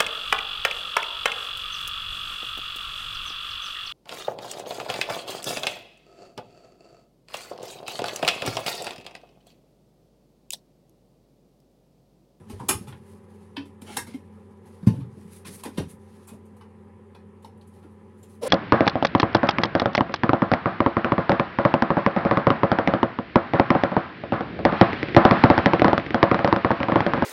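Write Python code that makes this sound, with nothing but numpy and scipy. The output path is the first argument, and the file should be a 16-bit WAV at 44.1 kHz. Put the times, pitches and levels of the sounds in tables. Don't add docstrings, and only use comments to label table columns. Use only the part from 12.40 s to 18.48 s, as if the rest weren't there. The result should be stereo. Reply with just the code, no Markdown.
import sys
import numpy as np
from scipy import signal
from scipy.fft import rfft, irfft, next_fast_len
from scipy.io import wavfile
from scipy.ndimage import uniform_filter1d, map_coordinates

SR = 44100
rng = np.random.default_rng(int(sys.argv[2]) if len(sys.argv) > 2 else 0)


def log_audio(samples):
    frames = np.atleast_2d(samples).T
    limited = np.clip(frames, -1, 1)
    pcm = np.round(limited * 32767).astype(np.int16)
    wavfile.write(sys.argv[1], SR, pcm)


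N = 268123

# pitch_hz, level_db (rms)
HUM_TONES = [(91.5, -50.5), (172.3, -61), (211.5, -53), (366.1, -63.5), (393.0, -62), (855.9, -77),
             (995.9, -68)]
# freq_hz, density_db (relative)
FAN_SPECTRUM = [(25, -41.5), (70, -10), (105, 3.5), (140, -11.5), (212, 2), (309, -13.5), (400, -1.5),
                (560, -5.5), (660, -27.5), (780, -11), (1000, -15.5), (1300, -17.5), (1480, -26.5),
                (1700, -20.5), (2600, -30), (5500, -46), (9500, -42.5), (12000, -45), (13000, -75)]
FAN_DB = -50.5

# freq_hz, density_db (relative)
RUSTLE_SPECTRUM = [(300, -36), (700, -6), (1500, -0.5), (3000, -3), (4200, -3), (6000, -7.5), (8000, -9),
                   (10300, -7), (12000, -9), (13000, -25.5), (16000, -19)]
# time_s, level_db
CLOTHES = [(0, -67.5), (.6, -67), (.8, -74.5), (1.0, -65.5), (1.15, -73), (1.4, -78), (2.0, -72.5),
           (2.2, -77.5), (2.3, -70.5), (2.44, -64), (2.72, -72), (3.58, -71), (3.8, -62.5), (3.92, -69.5),
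           (3.97, -79), (5.25, -92), (5.36, -68.5), (5.58, -82)]
CLOTHES_TILT_DB = 2
# start_s, swell_s, held_s, level_db, treble_tilt_db
STROKES = [(.09, 0.056, 0.25, -60, -0.5), (0.359, 0.03, 0.071, -57.5, 2.5), (0.701, 0.16, 0.038, -60, 3),
           (1.476, 0.057, 0.088, -47, 0.5), (1.68, 0.14, 0.047, -61, -6), (2.5, 0.055, 0.108, -63, 1),
           (2.8, 0.16, 0.16, -63, 2.5), (2.932, 0.048, 0.0389, -51, 6), (3.05, 0.0086, 0.041, -51, -3),
           (3.055, 0.012, 0.12, -50.5, 7.5), (3.146, 0.013, 0.015, -52, 11.5),
           (3.091, 0.05, 0.114, -53, 1.6), (3.36, 0.179, 0.08, -58, 0), (3.498, 0.054, 0.0149, -52.5, 5.5),
           (5.52, .05, 0.01, -77.5, 9.5), (5.78, 0.039, 0.045, -67.5, 6), (5.89, 0.042, 0.063, -64, 5.5)]
SWELL_DB, FADE_DB_PER_S = 36, 296

# centre_hz, width_hz, level_db
SLIDE_RESONANCES = [(603, 21, -0.5), (802, 48, -3), (1350, 120, -12.5), (2310, 120, -9.5),
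                    (3130, 150, -12.5)]
SLIDE_START_S, SLIDE_HOLD_S, SLIDE_EDGE_S, SLIDE_DB = 1.462, 0.042, 0.0068, -42.5

# centre_hz, width_hz, level_db
DRAG_RESONANCES = [(232.6, 54, -2), (455, 46, 0), (581, 40, 1), (766, 51, -7), (990, 150, -15.5),
                   (1370, 97, -25), (2014, 76, -39)]
# time_s, slip_rate_hz, level_db
DRAG_COURSE = [(6.013, 644, -52.5), (6.02, 590, -40), (6.026, 446, -33), (6.037, 490, -26.5),
               (6.046, 370, -30.5), (6.052, 590, -28.5), (6.063, 490, -27.5), (6.072, 520, -25),
               (6.08, 480, -24)]
SLIP_WANDER = 0.03

# start_s, level_db, pitch_hz, t60_s,
# rattle_db
THUDS = [(0.004, -33.5, 161, 0.079, -4), (0.1, -29, 233, 0.08, -5), (0.13, -24, 78, 0.087, -6.5),
         (0.201, -34, 127, 0.17, 2), (0.294, -22, 350.4, 0.14, -1.5), (0.348, -17.5, 88, 0.07, -14),
         (0.408, -28.5, 203, 0.066, 0), (0.475, -35, 132.6, 0.29, -11), (0.53, -28.5, 112, 0.06, -8),
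         (1.1753, -28.5, 279, 0.24, -12), (1.416, -43.5, 213, 0.7, -4), (1.421, -33.5, 240, 0.054, -23),
         (1.502, -26, 190, 0.028, 2.5), (1.568, -31.5, 249, 0.089, 7), (1.676, -31.5, 220, 0.1, -4),
         (1.744, -23.5, 259, 0.057, -14), (1.7516, -26.5, 260, 0.037, -8), (2.43, -19, 178, 0.047, -12),
         (2.487, -39, 880, 0.15, -13), (2.493, -30, 428, 0.098, -12), (2.5048, -7.5, 169, 0.048, -14),
         (2.534, -28, 152, 0.057, 6), (2.577, -34, 276.6, 0.17, -9), (2.569, -27.5, 133.6, 0.18, -20),
         (2.612, -23, 125.5, 0.14, -20), (2.77, -34, 199, 0.11, -5.5), (2.85, -33, 177, 0.098, -21),
         (3.055, -41.5, 192, 0.26, 3), (3.083, -33, 175, 0.14, -14), (3.253, -31.5, 249, 0.12, 6),
         (3.379, -21, 173.7, 0.1, 0.5), (3.381, -20, 277, 0.069, 2), (3.394, -16, 86, 0.08, -1.5),
         (3.916, -37.5, 220.3, 0.24, -3.5), (5.447, -38, 303, 0.065, -5)]
# start_s, level_db
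DOOR_SLAM = (2.4698, -5)
# pitch_hz, level_db, t60_s
DOOR_MODES = [(44.6, -9, 0.12), (145, -8, 0.18), (204.4, 11, 0.045), (250, -13.5, 0.15),
              (311, -20.5, 0.113), (580, -24, 0.056), (874, -60, 0.17)]
# pitch_hz, level_db, t60_s
CAVITY_MODE = (111.4, -0.38, 0.16)

# contact_s, level_db, mid_colour_db, treble_colour_db, t60_s, thing
KNOCKS = [(0.099, -31.5, -22, -14.5, 0.069, "latch"), (0.1968, -40.5, 17, -14, 0.046, "latch"),
          (0.2902, -7, -3, -6.5, 0.036, "latch"), (0.473, -33.5, -8, -18, 0.11, "latch"),
          (0.527, -27, -1, -49, 0.012, "jar"), (1.1682, -14.5, -12.5, -38.5, 0.017, "catch"),
          (1.2548, -41, -9, -18, 0.051, "tin"), (1.419, -33, -10.5, -11.5, 0.03, "catch"),
          (1.525, -26, -19, -21, 0.026, "tin"), (1.571, -8, -9, -12, 0.024, "jar"),
          (1.671, -31, -2.5, -12.5, 0.029, "tin"), (1.7389, -30, -12, -16.5, 0.057, "tin"),
          (2.256, -52.5, 8, -10, 0.17, "tin"), (2.428, -40.5, 5, -27, 0.034, "worktop"),
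          (2.469, -14, -5, -19, 0.03, "worktop"), (2.552, -35.5, -3, -25, 0.04, "worktop"),
          (2.606, -41, -1.5, -32, 0.076, "worktop"), (3.051, -23, -12, -43, 0.022, "worktop"),
          (3.146, -58, -4, 3.5, 0.03, "foil"), (3.236, -27, -2, -8, 0.026, "catch"),
          (3.2534, -23, -0.5, -16, 0.039, "dish"), (3.3764, -16, -5, -21, 0.045, "pot"),
          (3.874, -46.5, 9.5, 3, 0.07, "lid"), (3.8878, -27, -14, -23, 0.019, "worktop"),
          (3.934, -41, 5, -9.5, 0.027, "worktop"), (4.055, -56.5, -14.5, -6.5, 0.062, "worktop"),
          (4.1676, -58, 16.5, -3.5, 0.039, "worktop"), (4.2105, -35, 1, -24.5, 0.029, "worktop"),
          (4.75, -34, -1.5, -27, 0.022, "board"), (5.025, -48, -4, -11, 0.05, "worktop"),
          (5.0483, -35, 8, -16, 0.014, "cup"), (5.1768, -62.5, 20, -10.5, 0.035, "foil"),
          (5.214, -43.5, -24.5, -20.5, 0.028, "spoon"), (5.2753, -57, -8.5, 0, 0.028, "foil"),
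          (5.34, -68, -5.5, -1.5, .04, "foil"), (5.43, -45.5, 7, -23, 0.044, "worktop"),
          (5.832, -37, -29, -10, 0.025, "lid")]
THING_MODES = {"latch": [(403, -7, 0.068), (845, -2.5, 0.048), (1084, -13.5, 0.11), (1300, -8.5, 0.052),
               (2426, 4.5, 0.012), (3470, -6.5, 0.018), (6650, -10, 0.0164)], "jar": [(1660, -10.5, 0.033),
               (1870, 7, 0.0084), (2080, -9.5, 0.011), (2680, -7, 0.018), (2980, -16.5, 0.026),
               (3140, -1, 0.0066), (3850, -40, 0.017), (3900, -9, 0.0061)], "tin": [(750, -16, 0.065),
               (1370, -12, 0.029), (2160, 3.5, 0.017), (4200, -10, 0.012)], "worktop": [(925, -12, 0.026),
               (1040, -11, 0.051), (2486, -4.5, 0.013), (4220, -39, 0.035)], "spoon": [(3000, -7, 0.0054),
               (3950, 5, 0.0069), (4260, 7, 0.0078), (10000, 2, 0.006)], "cup": [(997, 1, 0.031),
               (4300, 8, 0.0043), (5290, 9, 0.0047), (5850, 3, 0.0028)], "foil": [(9800, 20, 0.0079),
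               (11700, 11.5, .006)], "catch": [(982, -8.5, 0.027), (1774, 1, 0.018), (2076, -5.5, .016),
               (2610, -6.5, .014), (3130, -1.5, .012), (3400, -13, .014), (4150, -8.5, 0.013),
               (4600, -16, .012)], "dish": [(843, 2, 0.025), (1100, -17, 0.029), (1480, -23, 0.022),
               (2450, -4, 0.026), (3630, -10, 0.022), (5200, -16, .015)], "pot": [(537, -9, .06),
               (872, -10, 0.038), (1850, -6, 0.033), (2640, -17, 0.018), (3180, -11, 0.029),
               (3960, -23, 0.016), (5790, -0.5, 0.013)], "board": [(1000, -5, .04), (2460, 3, 0.015),
               (3530, -6, 0.012)], "lid": [(910, -12, 0.041), (7340, 6.5, 0.012)]}
NEAR_DB = {"latch": 0.5, "jar": 2.5, "tin": -2.1, "worktop": -1.3, "spoon": 2.5, "cup": 1, "foil": 1, "lid":
           0, "catch": 3.5, "dish": 1, "pot": 1, "board": 2.5}
KNOCK_RISE_S = 0.0035
CRACK_DB, CRACK_T60_S = 2.5, 0.015
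LEAD_S, LEAD_DB = 0.006, -17.5
UNEVEN_DB, UNEVEN_HZ = 3.5, 270
RING_TO_ROOM = 0.65

# freq_hz, t60_s
ROOM_DECAY = [(100, 0.61), (300, 0.21), (1000, 0.17), (5000, 0.19), (13000, 0.17)]
DIRECT_DB = -4
# freq_hz, correlation (-1 to 1)
PORT_LIKENESS = [(60, 1), (250, 0.89), (430, 0.13), (520, -0.55), (660, -0.52), (850, 0.47), (1500, 0.14),
                 (12000, -0.4)]
# freq_hz, left_minus_right_db
PORT_COLOUR = [(60, 3.5), (200, 3), (400, 7), (550, -1.5), (950, -5), (1250, -0.5), (4400, 0), (7000, -3),
               (9500, -10), (12000, -3)]
LAG_S, BASS_CUT_HZ, TOP_HZ = 0.000259, 65, 15900


def amp(db):
    return 10 ** (np.asarray(db) / 20)


def unit(x):
    return x / np.sqrt(np.mean(x ** 2) + 1e-20)


def along(points, hz):
    freq_hz, value = np.transpose(points)
    return np.interp(np.log(hz + 1), np.log(freq_hz + 1), value)


def curves(rows):
    time_s, *columns = np.transpose(rows)
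    return [np.interp(np.arange(N) / SR, time_s, column) for column in columns]


def wobble(rate_hz):
    knots = rng.standard_normal(int(N * rate_hz / SR) + 4)
    return map_coordinates(knots, [np.arange(N) * rate_hz / SR])


def filtered(x, response):
    n = x.shape[-1]
    size = next_fast_len(n + 8192)
    return irfft(rfft(x, size) * response(np.fft.rfftfreq(size, 1 / SR)), size)[..., :n]


def resonant(peaks):
    def response(f):
        total = 0
        for k, (centre_hz, width_hz, db) in enumerate(peaks):
            loss = 1j * f * width_hz
            total = total + (-1) ** k * amp(db) * loss / (centre_hz ** 2 - f ** 2 + loss)
        return total
    return response


def diffuse(pair):
    def mid_side(hz):
        angle = np.arccos(np.clip(along(PORT_LIKENESS, hz), -1, 1)) / 2
        return np.array([np.cos(angle), np.sin(angle)])
    mid, side = filtered(pair, mid_side)
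    return np.array([mid + side, mid - side])


def hiss(spectrum, patchy_db):
    z = signal.stft(rng.standard_normal((2, N)), nperseg=512)[2]
    patches = uniform_filter1d(rng.standard_normal(z.shape[1:]), 6, 0)
    patches = unit(uniform_filter1d(patches, 10, 1))
    pair = signal.istft(z * amp(patchy_db * patches), nperseg=512)[1][:, :N]
    return unit(diffuse(filtered(pair, lambda hz: amp(along(spectrum, hz)))))


def add(track, start_s, sound):
    part = track[..., round(start_s * SR):][..., :sound.shape[-1]]
    part += sound[..., :part.shape[-1]]


def ring(t, pitch_hz, t60_s, rise_s):
    return np.sin(2 * np.pi * pitch_hz * t) * amp(-60 * t / t60_s) * (1 - np.exp(-t / rise_s))


def kitchen(sound, near_db=0):
    hz, t, z = signal.stft(rng.standard_normal((2, SR // 2)), SR, nperseg=256)
    decay = amp(-60 * t / along(ROOM_DECAY, hz)[:, None])
    tail = signal.istft(z * decay, SR, nperseg=256)[1]
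    tail = diffuse(tail / np.linalg.norm(tail[0]))
    heard = signal.fftconvolve(sound[None], tail, axes=1)
    heard[:, :len(sound)] += amp(DIRECT_DB + near_db) * sound
    return heard


def fridge():
    t = np.arange(N) / SR
    tones = 0
    for hz, rms_db in HUM_TONES:
        wander_db = hz / 100 * 0.34 * np.clip(wobble(22.0), -2, 2) / (1 + hz / 400)
        phase = 2 * np.pi * hz * t + 0.5 * wobble(4.4) + rng.uniform(0, 2 * np.pi)
        tones = tones + amp(rms_db + 3.0 + wander_db) * np.sin(phase)
    return tones + amp(FAN_DB + 0.46 * wobble(4.6)) * hiss(FAN_SPECTRUM, patchy_db=1.5)


def shuffling():
    t = np.arange(N) / SR
    clothes_db, = curves(CLOTHES)
    high, low = amp(clothes_db + CLOTHES_TILT_DB), amp(clothes_db - CLOTHES_TILT_DB)
    for start_s, swell_s, held_s, db, tilt_db in STROKES:
        swell_db = SWELL_DB * np.maximum(start_s - t, 0) / swell_s
        fade_db = FADE_DB_PER_S * np.maximum(t - start_s - held_s, 0)
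        level = amp(db - swell_db - fade_db)
        high = np.hypot(high, amp(tilt_db) * level)
        low = np.hypot(low, amp(-tilt_db) * level)
    rub = hiss(RUSTLE_SPECTRUM, patchy_db=1.4)
    treble = filtered(rub, lambda hz: 1 / (1 + (7500 / (hz + 1)) ** 6))
    grains = amp(2.1 * wobble(40) + 1.1 * wobble(350))
    return grains * (high * treble + low * (rub - treble))


def slide():
    t = np.arange(SR // 4) / SR
    fade_in = 1 - np.exp(-(t / SLIDE_EDGE_S) ** 2)
    fade_out = np.exp(-np.maximum(t - SLIDE_HOLD_S, 0) / SLIDE_EDGE_S)
    grit = rng.standard_normal(len(t)) * amp(2.2 * wobble(150)[:len(t)])
    scrape = unit(filtered(grit, resonant(SLIDE_RESONANCES)))
    out = np.zeros((2, N))
    add(out, SLIDE_START_S, amp(SLIDE_DB) * kitchen(fade_in * fade_out * scrape))
    return out


def drag():
    slip_hz, level_db = curves(DRAG_COURSE)
    level = amp(level_db) * (np.arange(N) / SR > DRAG_COURSE[0][0])
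    slip_count = np.floor(np.cumsum(slip_hz * (1 + SLIP_WANDER * wobble(200))) / SR)
    slips = np.diff(slip_count, prepend=0) * amp(0.45 * wobble(250))
    scrape = 0.47 * diffuse(rng.standard_normal((2, N)))
    wood = resonant(DRAG_RESONANCES)
    groan = unit(filtered(unit(slips) + scrape, lambda f: wood(f) * f / (f + 400)))
    contact_hiss = amp(-10.5 + 0.72 * wobble(120)) * hiss(RUSTLE_SPECTRUM, patchy_db=2.5)
    return level * (groan + contact_hiss)


def thuds():
    out, t = np.zeros((2, N)), np.arange(SR // 3) / SR
    dull = lambda f: f / (90 + f) / (1 + (f / 450) ** 4)
    for start_s, db, hz, t60_s, rattle_db in THUDS:
        rattle = unit(filtered(rng.standard_normal(len(t)), dull))
        rattle = amp(rattle_db - 60 * t / t60_s) * (1 - np.exp(-t / 0.017)) * rattle
        sound = ring(t, hz, t60_s, 0.61 / hz) + rattle
        add(out, start_s, amp(db) * (sound + 0.47 * kitchen(sound)[:, :len(t)]))
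    return out


def door_slam():
    out, t = np.zeros((2, N)), np.arange(SR // 3) / SR
    start_s, slam_db = DOOR_SLAM
    door = sum(amp(db) * ring(t, hz, t60_s, 1.08 / hz) for hz, db, t60_s in DOOR_MODES)
    air_hz, air_db, air_t60_s = CAVITY_MODE
    door -= amp(air_db) * ring(t, air_hz, air_t60_s, 0.0017)
    add(out, start_s, -amp(slam_db) * (door + 0.087 * kitchen(door)[:, :len(t)]))
    return out


def knock_colour(mid_db, treble_db):
    return [(250, mid_db - 8.0), (400, mid_db - 19.0), (650, mid_db + 2), (900, mid_db + 14.5),
            (1500, mid_db / 2 + 5.0), (3000, 0.0), (4200, -4.0), (5300, treble_db * 0.39 + 0.5),
            (7000, treble_db + 7.0), (10000, treble_db + 11.5), (12200, treble_db + 8.0),
            (13200, treble_db - 0.5), (16000, treble_db - 5.5)]


def knocks():
    out, clock = np.zeros((2, N)), np.arange(SR // 5) / SR
    t = np.maximum(clock - LEAD_S, 0)
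    crack = amp(CRACK_DB - 60 * t / CRACK_T60_S) * (1 - np.exp(-(t / 0.0033) ** 2))
    lead_in = amp(LEAD_DB - 60 * t / CRACK_T60_S) * np.minimum(clock / LEAD_S, 1) ** 2
    for contact_s, db, mid_db, treble_db, t60_s, thing in KNOCKS:
        colour = knock_colour(mid_db, treble_db)
        burst = (1 - np.exp(-t / KNOCK_RISE_S)) ** 2 * amp(-60 * t / t60_s)
        noise = filtered(rng.standard_normal(len(t)), lambda f: amp(along(colour, f)))
        knots = rng.standard_normal(SR // 500)
        stutter = amp(UNEVEN_DB * np.interp(t * UNEVEN_HZ, np.arange(len(knots)), knots))
        chatter = noise * (burst + crack + lead_in) * stutter
        rings = sum(amp(level_db) * ring(t, hz, fade_s, min(KNOCK_RISE_S, fade_s / 4))
                    for hz, level_db, fade_s in THING_MODES[thing])
        near_db = NEAR_DB[thing]
        heard = kitchen(chatter + RING_TO_ROOM * rings, near_db)
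        heard[:, :len(t)] += (1 - RING_TO_ROOM) * amp(DIRECT_DB + near_db) * rings
        add(out, contact_s - KNOCK_RISE_S / 2 - LEAD_S, amp(db) * heard)
    return out


def scene():
    return fridge() + shuffling() + slide() + drag() + thuds() + door_slam() + knocks()


def record(dry):
    side = np.array([[0.5], [-0.5]])

    def response(hz):
        low_cut = (1j * hz / (BASS_CUT_HZ + 1j * hz)) ** 2
        lag = np.exp(-2j * np.pi * side * hz * LAG_S)
        return amp(side * along(PORT_COLOUR, hz)) * lag * low_cut * (hz < TOP_HZ)
    return filtered(dry, response)


dry = scene()
out = record(dry)
log_audio(out)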